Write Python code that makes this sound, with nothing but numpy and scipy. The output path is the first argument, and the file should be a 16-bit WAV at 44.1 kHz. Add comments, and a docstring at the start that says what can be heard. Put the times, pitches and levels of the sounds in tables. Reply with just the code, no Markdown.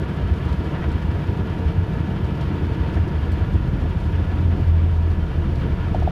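"""A small twin turboprop airliner taxis over concrete, heard from a window seat behind the wing.
From the start, shaped noise roars through the cabin, wavering tones whine and short pulses thump the wall.
Small noise bursts soon tick and rustle; ringing modes give faint hollow knocks, then filtered noise clinks once.
As the propeller slows, its three sine tones swell and the second one booms; loud sound turns the gain down.
Three clear hollow knocks come at the end."""
import sys
import numpy as np
from scipy import signal
from scipy.fft import rfft, irfft
from scipy.io import wavfile
from scipy.ndimage import uniform_filter1d

SR = 44100
rng = np.random.default_rng(int(sys.argv[2]) if len(sys.argv) > 2 else 0)


def master_out(mix):
    """Clip the mix to full scale and print it as 16-bit PCM to the path in sys.argv[1]."""
    frames = np.transpose(np.atleast_2d(mix))
    ceiling = np.clip(frames, -1, 1)
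    pcm = np.round(ceiling * 32767).astype(np.int16)
    wavfile.write(sys.argv[1], SR, pcm)


N = 269451
TIME = np.arange(N) / SR  # seconds
FREQS = np.maximum(np.fft.rfftfreq(N, 1 / SR), 1)  # Hz

# Levels in the tables are those before any wavering, filtering or gain change in the functions.
# engine and airflow noise, before the cabin colours it: (frequency [Hz], level per Hz [dB])
ROAR_COLOUR = [(15, -60), (32, -57.5), (58, -47.5), (108, -45.5), (175, -49.5), (240, -58), (290, -57.5),
               (380, -60), (820, -74), (1500, -75), (2100, -81), (3200, -85), (3900, -87.5), (7800, -108),
               (15000, -111)]
# resonances and hollows of cabin air, panels and window: (frequency [Hz], width [Hz], lift [dB])
CABIN_RESONANCES = [(67, 20, 8), (83.1, 12, 7.5), (103, 11, -9.5), (131, 11, 2), (162, 13.5, 3),
                    (194, 9.8, 4.5), (320.3, 26.5, 3.5), (417, 27, -2.5), (666, 35, 4.5), (734.6, 37, 5.5),
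                    (924, 64, 9.5), (1048, 17, 3), (1320, 160, 2), (1966, 116, 3.5), (2313, 63, 6),
                    (2567, 48, 6), (2840, 42, 7), (3116, 190, 5), (3470, 85, 3), (3980, 330, -4),
                    (4300, 370, 0), (6400, 250, -1), (6800, 450, 0.5), (8260, 700, -2), (9500, 1400, 3)]
# the slowing propeller: (time [s], blade rate [Hz], hum [dB], second harmonic [dB], third harmonic [dB])
PROPELLER_COURSE = [(0, 47.5, -47, -36, -42), (2.6, 47, -44, -36, -38), (3.1, 46, -34, -34, -34),
                    (3.35, 45.6, -33, -31, -39), (3.55, 45, -28, -28, -29), (3.9, 43.7, -27.5, -38, -39),
                    (4.05, 43.3, -30, -35, -39), (4.2, 43, -33.5, -20, -35), (4.5, 42.4, -29, -23, -28),
                    (4.62, 42, -27, -21, -30), (4.7, 41.8, -25.5, -14, -35), (4.85, 41.4, -27, -14.5, -39),
                    (5.05, 41.1, -27.5, -19, -35), (5.3, 40.4, -28, -25, -35),
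                    (5.45, 40.1, -27.5, -25, -35), (5.65, 39.7, -29.5, -26.5, -42),
                    (5.85, 39, -29.5, -30, -39), (6.03, 38.3, -27.5, -20, -36)]
# buffets on the fuselage: (time [s], depth of the suction [dB], pitch [Hz], spread of the bell shape [s])
THUMP_EVENTS = [(0.238, -14.5, 74, 0.0075), (0.26, -15.5, 74, 0.0071), (0.324, -10.0, 74, 0.011),
                (0.467, -13.0, 86, 0.0074), (0.518, -9.5, 80, 0.0083), (0.595, -14.0, 83, 0.0067),
                (0.878, -14.5, 71, 0.0146), (0.957, -12.5, 81, 0.0081), (1.057, -14.0, 77, 0.0065),
                (1.095, -14.0, 80, 0.0074), (1.156, -14.5, 78, 0.0082), (1.296, -9.0, 83, 0.0091),
                (1.413, -14.0, 78, 0.0065), (1.67, -11.0, 76, 0.0093), (1.758, -14.5, 81, 0.0101),
                (1.791, -9.5, 84, 0.0094), (1.837, -13.5, 81, 0.0074), (2.007, -13.0, 85, 0.006),
                (2.249, -15.0, 79, 0.0108), (2.482, -16.0, 68, 0.0116), (2.639, -12.5, 80, 0.0103),
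                (2.721, -12.5, 90, 0.0071), (2.811, -11.5, 70, 0.0133), (2.973, -14.0, 84, 0.0074),
                (3.007, -9.0, 88, 0.0072), (3.032, -14.5, 89, 0.0062), (3.071, -16.0, 91, 0.0053),
                (3.165, -15.0, 80, 0.0124), (3.234, -15.5, 79, 0.0074), (3.296, -15.0, 78, 0.0093),
                (3.331, -10.5, 81, 0.0078), (3.425, -12.0, 82, 0.0092), (3.485, -16.0, 101, 0.0083),
                (3.556, -6.5, 86, 0.0062), (3.584, -15.5, 92, 0.0058), (3.696, -13.5, 78, 0.0068),
                (3.831, -10.5, 84, 0.0056), (3.908, -15.0, 87, 0.0071), (3.972, -11.5, 83, 0.0082),
                (4.08, -14.5, 81, 0.0111), (4.145, -13.0, 84, 0.0068), (4.246, -11.0, 87, 0.0057),
                (4.461, -16.0, 92, 0.0102), (4.497, -13.5, 88, 0.0059), (4.618, -12.5, 88, 0.0063),
                (4.686, -16.0, 87, 0.0131), (4.925, -9.5, 82, 0.0066), (5.108, -13.0, 84, 0.007),
                (5.233, -15.0, 80, 0.0058), (5.394, -11.5, 88, 0.0079), (5.463, -15.0, 85, 0.0067),
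                (5.498, -12.5, 93, 0.0057), (5.611, -16.0, 75, 0.0075), (5.735, -16.0, 88, 0.0054),
                (5.864, -14.0, 83, 0.0112), (5.916, -13.5, 83, 0.0077), (6.023, -15.5, 75, 0.0063),
                (6.056, -13.0, 88, 0.0056)]
# gear and pump tones: (pitch [Hz], starting level [dB rms], trend [dB/s], pitch wander [Hz], waver [dB])
WHINE_TONES = [(968.5, -50.8, -.5, 2.8, 3.3), (1147, -61.5, -.1, 2, 3), (1352, -61, -.7, 4, 4),
               (1423.5, -55, -.2, 2.6, 4), (1532, -61.5, -1.5, 3, 4), (1661.6, -59, -.4, 2, 3),
               (1687.7, -56.8, -.7, 2, 2.5), (1721.3, -53.2, -.4, 2, 2.6), (2739, -70.5, .2, 2, 3),
               (3482, -77, 1.1, 2, 3)]
# a low gear tone that swells and fades: (time [s], level [dB rms])
GEAR_TONE_LEVEL = [(0, -42.5), (1.15, -47.5), (1.65, -40), (2.6, -45), (3.5, -52), (6.11, -48.5)]
# hollow knocks: (time [s], strength [dB])
KNOCK_EVENTS = [(2.8565, -30), (2.966, -33), (3.852, -30), (5.945, -16), (6.0212, -20), (6.0738, -14)]
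# what the knocked thing rings with: (frequency [Hz], level [dB], time to fall by 60 dB [s])
KNOCK_RINGING = [(636, -16.5, 0.13), (723, 1, 0.025), (876, -5, 0.027)]
# ticks of cabin trim: (time [s], level [dB])
TICK_EVENTS = [(.484, -55), (.523, -51), (.634, -58), (.885, -56), (.912, -53), (1.012, -59), (1.107, -58),
               (1.188, -54.5), (1.362, -57), (2.406, -51), (3.073, -54), (4.035, -59), (5.096, -57),
               (5.55, -59)]
# tone colour of a tick: (frequency [Hz], relative level per Hz [dB])
TICK_SPECTRUM = [(1000, -27), (4000, 14.5), (6000, 4), (8000, -1), (9500, -2.5), (12000, -4), (15000, -32)]
# a small loose metal fitting: (time [s], level [dB])
CLINK_EVENTS = [(3.313, -48)]
# resonances that colour the clink: (frequency [Hz], width [Hz], relative level [dB])
CLINK_RESONANCES = [(4330, 284, 4), (5200, 500, -8), (7700, 400, -9), (9370, 220, -3), (11450, 350, -12),
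                    (13400, 700, -20)]
# brief rustles: (time [s], level [dB], spread of the bell shape [s])
RUSTLE_EVENTS = [(0.759, -35.5, 0.0071), (0.82, -37, 0.0065), (0.844, -36, .007), (0.908, -45, 0.01),
                 (1.156, -40.5, .014), (2.974, -31, 0.0074)]
# tone colour of a rustle: (frequency [Hz], relative level per Hz [dB])
RUSTLE_SPECTRUM = [(200, -26), (700, 18.5), (950, 9.5), (1950, 10), (3200, -10), (6000, -22), (15000, -56)]
# surging low mids of the roar: (time [s], level change [dB])
SURGE_LEVEL = [(0, 4), (.22, -1.5), (.35, -0.5), (.55, 0), (.67, 2), (.78, -1.5), (.9, 1), (1.3, .8),
               (1.45, 0.5), (1.82, 0.5), (1.99, 3), (2.08, .7), (2.17, 2), (2.45, 0.5), (2.56, 2),
               (2.72, -0.5), (2.88, 1.5), (3.0, 1), (3.22, -1.7), (3.3, -1), (3.4, 0), (3.7, 1.5),
               (3.87, 1.5), (4.02, -2), (4.2, .3), (4.33, 0.3), (4.6, 2.5), (4.7, -2.2), (4.8, 2.5),
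               (4.9, -0.5), (5.12, -1), (5.24, 2.5), (5.33, -1.5), (5.48, 3), (5.56, -0.2), (5.66, 3),
               (5.85, -1.5), (6.03, 1.1)]
# mids and highs of the roar: (time [s], level change [dB])
RUSH_LEVEL = [(0, -0.3), (.65, 0.8), (.8, 1.1), (1.0, 0.3), (1.3, -.5), (1.7, 0.2), (2.1, 0.2), (2.55, 1),
              (2.8, 0.5), (3.4, 0), (3.7, -0.4), (4.5, -0.2), (5.0, -.8), (5.5, -0.1), (6.11, .3)]


def from_db(db):
    """Turn decibels into a gain factor."""
    return np.exp(np.asarray(db) * (np.log(10) / 20))


def rms_one(x):
    """Scale a signal to unit power."""
    return x / np.sqrt(np.mean(x ** 2) + 1e-20)


def in_time(rows):
    """Join the rows by straight lines and give each column at every sample."""
    times, *columns = np.transpose(rows)
    return [np.interp(TIME, times, column) for column in columns]


def colour_db(points):
    """Join the points of a spectrum by straight lines over log frequency."""
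    hz, db = np.transpose(points)
    return np.interp(np.log(FREQS), np.log(hz), db)


def resonance(hz, width):
    """A peak of height 1 that falls to half at half its width to either side."""
    return 1 / (1 + (2 * (FREQS - hz) / width) ** 2)


def cabin_db():
    """How much the cabin lifts or lowers each frequency."""
    return sum(db * resonance(hz, width) for hz, width, db in CABIN_RESONANCES)


def noise(density_db):
    """Random noise with the given dB per Hz."""
    white = rfft(rng.standard_normal(N))
    return irfft(white * from_db(density_db), N) * np.sqrt(SR / 2)


def drift(rate, size=32):
    """Slow random wandering with spread 1, up to about rate Hz, drawn every 32 samples and joined by lines."""
    steps = np.arange(0, N + size, size)
    smooth = signal.butter(2, min(rate, .4 * SR / size), fs=SR / size, output="sos")
    slow = signal.sosfilt(smooth, rng.standard_normal(2 * len(steps)))
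    settled = slow[len(steps):]
    return np.interp(np.arange(N), steps, rms_one(settled))


def evened(x, over_s=.12):
    """Hold the slow level of a noise at its mean."""
    power = uniform_filter1d(x ** 2, size=int(over_s * SR))
    return x * np.sqrt(np.mean(x ** 2) / np.maximum(power, 1e-12))


def samples_between(start_s, end_s):
    """The samples between two times."""
    return slice(*np.searchsorted(TIME, [start_s, end_s]))


def bell(t, spread):
    """A smooth bell-shaped rise and fall around time zero."""
    return np.exp(-.5 * (t / spread) ** 2)


def bursts(rows, attack_s=.005, decay_s=.015):
    """Loudness curve of short slips: each builds up in a straight line and dies away."""
    out = np.zeros(N)
    for start, db in rows:
        near = samples_between(start, start + 10 * decay_s)
        t = TIME[near] - start
        out[near] += from_db(db) * np.minimum(t / attack_s, np.exp((attack_s - t) / decay_s))
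    return out


def tone(hz, db, wander_hz, waver_db):
    """A sine that wavers in pitch and level."""
    turns = np.cumsum(hz + wander_hz * drift(9.0)) / SR
    level = np.sqrt(2) * from_db(db + waver_db * drift(10.0))  # root 2 turns rms into peak
    return level * np.sin(2 * np.pi * (turns % 1))


def trim(grain_db=3.0, creep_db=-66.5, creep_spread_db=5.0):
    """Cabin fittings shift: ticks, a clink, rustles and a faint constant creep, all noise made of uneven slips."""
    creep = from_db(creep_db + creep_spread_db * np.minimum(drift(25), 2))
    ticks = creep + bursts(TICK_EVENTS)
    rustles = np.zeros(N)
    for middle, db, spread in RUSTLE_EVENTS:
        near = samples_between(middle - 10 * spread, middle + 10 * spread)
        rustles[near] += from_db(db) * bell(TIME[near] - middle, spread)
    metal_power = sum(from_db(db) ** 2 * resonance(hz, width) for hz, width, db in CLINK_RESONANCES)
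    layers = ((ticks, colour_db(TICK_SPECTRUM)),
              (bursts(CLINK_EVENTS), 10 * np.log10(metal_power)),
              (rustles, colour_db(RUSTLE_SPECTRUM)))
    slips = rms_one(from_db(grain_db * drift(300)))
    return slips * sum(level * rms_one(noise(colour)) for level, colour in layers)


def knocks(low_hz=590, high_hz=900, contact_spread_db=2.0):
    """Blows ring a few short hollow modes, each blow in a slightly different mix."""
    times, blow_db = np.transpose(KNOCK_EVENTS)
    places = np.minimum(np.round(times * SR).astype(int), N - 1)
    mix_db = contact_spread_db * rng.standard_normal((len(KNOCK_EVENTS), len(KNOCK_RINGING)))
    out = np.zeros(N)
    for (hz, db, t60), contact_db in zip(KNOCK_RINGING, mix_db.T):
        blows = np.zeros(N)
        blows[places] = from_db(blow_db + contact_db)
        shrink = from_db(-60 / (t60 * SR))  # loss per sample
        turn = 2 * np.pi * hz / SR  # angle per sample
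        feedback = [1, -2 * shrink * np.cos(turn), shrink * shrink]
        # the tiny offset keeps the filter's numbers from becoming too small
        out += from_db(db) * signal.lfilter([0, np.sin(turn)], feedback, blows + 1e-18)
    band = signal.butter(3, [low_hz, high_hz], "band", fs=SR, output="sos")
    return signal.sosfilt(band, out)


def whines(gear_hz=446.5):
    """Gears and pumps sing in wavering sine tones, with one low gear tone that swells and fades."""
    high = sum(tone(hz, db + trend_db * TIME, wander, waver)
               for hz, db, trend_db, wander, waver in WHINE_TONES)
    low_gear = tone(gear_hz, in_time(GEAR_TONE_LEVEL)[0], wander_hz=3.35, waver_db=2.5)
    return high + low_gear


def buffets(wall_db=-1.0, cabin_share=0.2):
    """Each passing eddy presses on the wall, sucks it out and presses again; the cabin colours it partly."""
    out = np.zeros(N)
    for middle, db, hz, spread in THUMP_EVENTS:
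        near = samples_between(middle - 10 * spread, middle + 10 * spread)
        t = TIME[near] - middle
        out[near] -= from_db(db) * bell(t, spread) * np.cos(2 * np.pi * hz * t)
    return irfft(rfft(out) * from_db(wall_db + cabin_share * cabin_db()), N)


def roar():
    """Turbulence through the cabin's resonances: even rumble, surging low mids, fluttering mids and highs."""
    spectrum = rfft(noise(colour_db(ROAR_COLOUR) + cabin_db()))
    # soft low-pass curves that split the noise into five bands
    below_bass, below_low, below_high, below_top = (
        1 / (1 + (FREQS / hz) ** 8) for hz in (125, 430, 900, 5500))
    (surge_db,), (rush_db,) = in_time(SURGE_LEVEL), in_time(RUSH_LEVEL)
    rumble = evened(irfft(spectrum * below_bass, N))
    rumble = rumble * from_db(-5.0 + 0.64 * TIME)  # grows by 0.64 dB per second
    body = evened(irfft(spectrum * (below_low - below_bass), N))
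    body = body * from_db(0.26 + surge_db + 1.14 * drift(15.6))
    rush = irfft(spectrum * (below_high - below_low), N)
    rush = rush * from_db(0.5 + rush_db + 1.0 * drift(19))
    hiss = irfft(spectrum * (below_top - below_high), N)
    hiss = hiss * from_db(1.0 + rush_db + 1.0 * drift(17.0))
    air = irfft(spectrum * (1 - below_top), N)
    air = air * from_db(1.4 + 0.6 * drift(22))
    return rumble + body + rush + hiss + air


def propeller(boom_waver_db=0.2, third_waver_db=2.0):
    """Blade passes hum at a falling rate, with second and third harmonics; the second one booms."""
    blade_hz, hum_db, boom_db, third_db = in_time(PROPELLER_COURSE)
    phase = 2 * np.pi * np.cumsum(blade_hz) / SR
    boom_db = boom_db + boom_waver_db * drift(16)
    third_db = third_db + third_waver_db * drift(3.2)
    out = np.zeros(N)
    for harmonic, db in enumerate((hum_db, boom_db, third_db), 1):
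        out += from_db(db) * np.sin(harmonic * phase + rng.uniform(0, 2 * np.pi))
    return np.sqrt(2) * out  # root 2 turns rms into peak


def gain_control(x, threshold_db=-20.5, slope=0.25, listen_s=0.17, release_db_per_s=6.5):
    """Loud sound turns everything down; the gain then creeps back."""
    keep = np.exp(-1 / (listen_s * SR))
    heard_power = signal.lfilter([1 - keep], [1, -keep], x ** 2)
    heard_db = 10 * np.log10(heard_power + 1e-12)
    # the held level jumps up with the sound, but sinks only at the release rate
    recovery = release_db_per_s * TIME
    held_db = np.maximum.accumulate(heard_db + recovery, axis=-1) - recovery
    return x * from_db(-slope * np.maximum(held_db - threshold_db, 0))


def scene():
    """Everything meets at the window seat, in one channel."""
    mix = trim() + knocks() + whines() + buffets() + roar() + propeller()
    return mix[None, :]


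def record(dry):
    """The gain rides the level, the end fades out without a click, and the top is cut steeply."""
    closing = np.minimum((TIME[-1] - TIME) / .0015, 1)  # fade over the last 1.5 ms
    top_cut = signal.ellip(10, .1, 80, 15200, fs=SR, output="sos")  # cutoff at 15200 Hz
    return signal.sosfilt(top_cut, gain_control(dry) * closing)


dry = scene()
out = record(dry)
master_out(out)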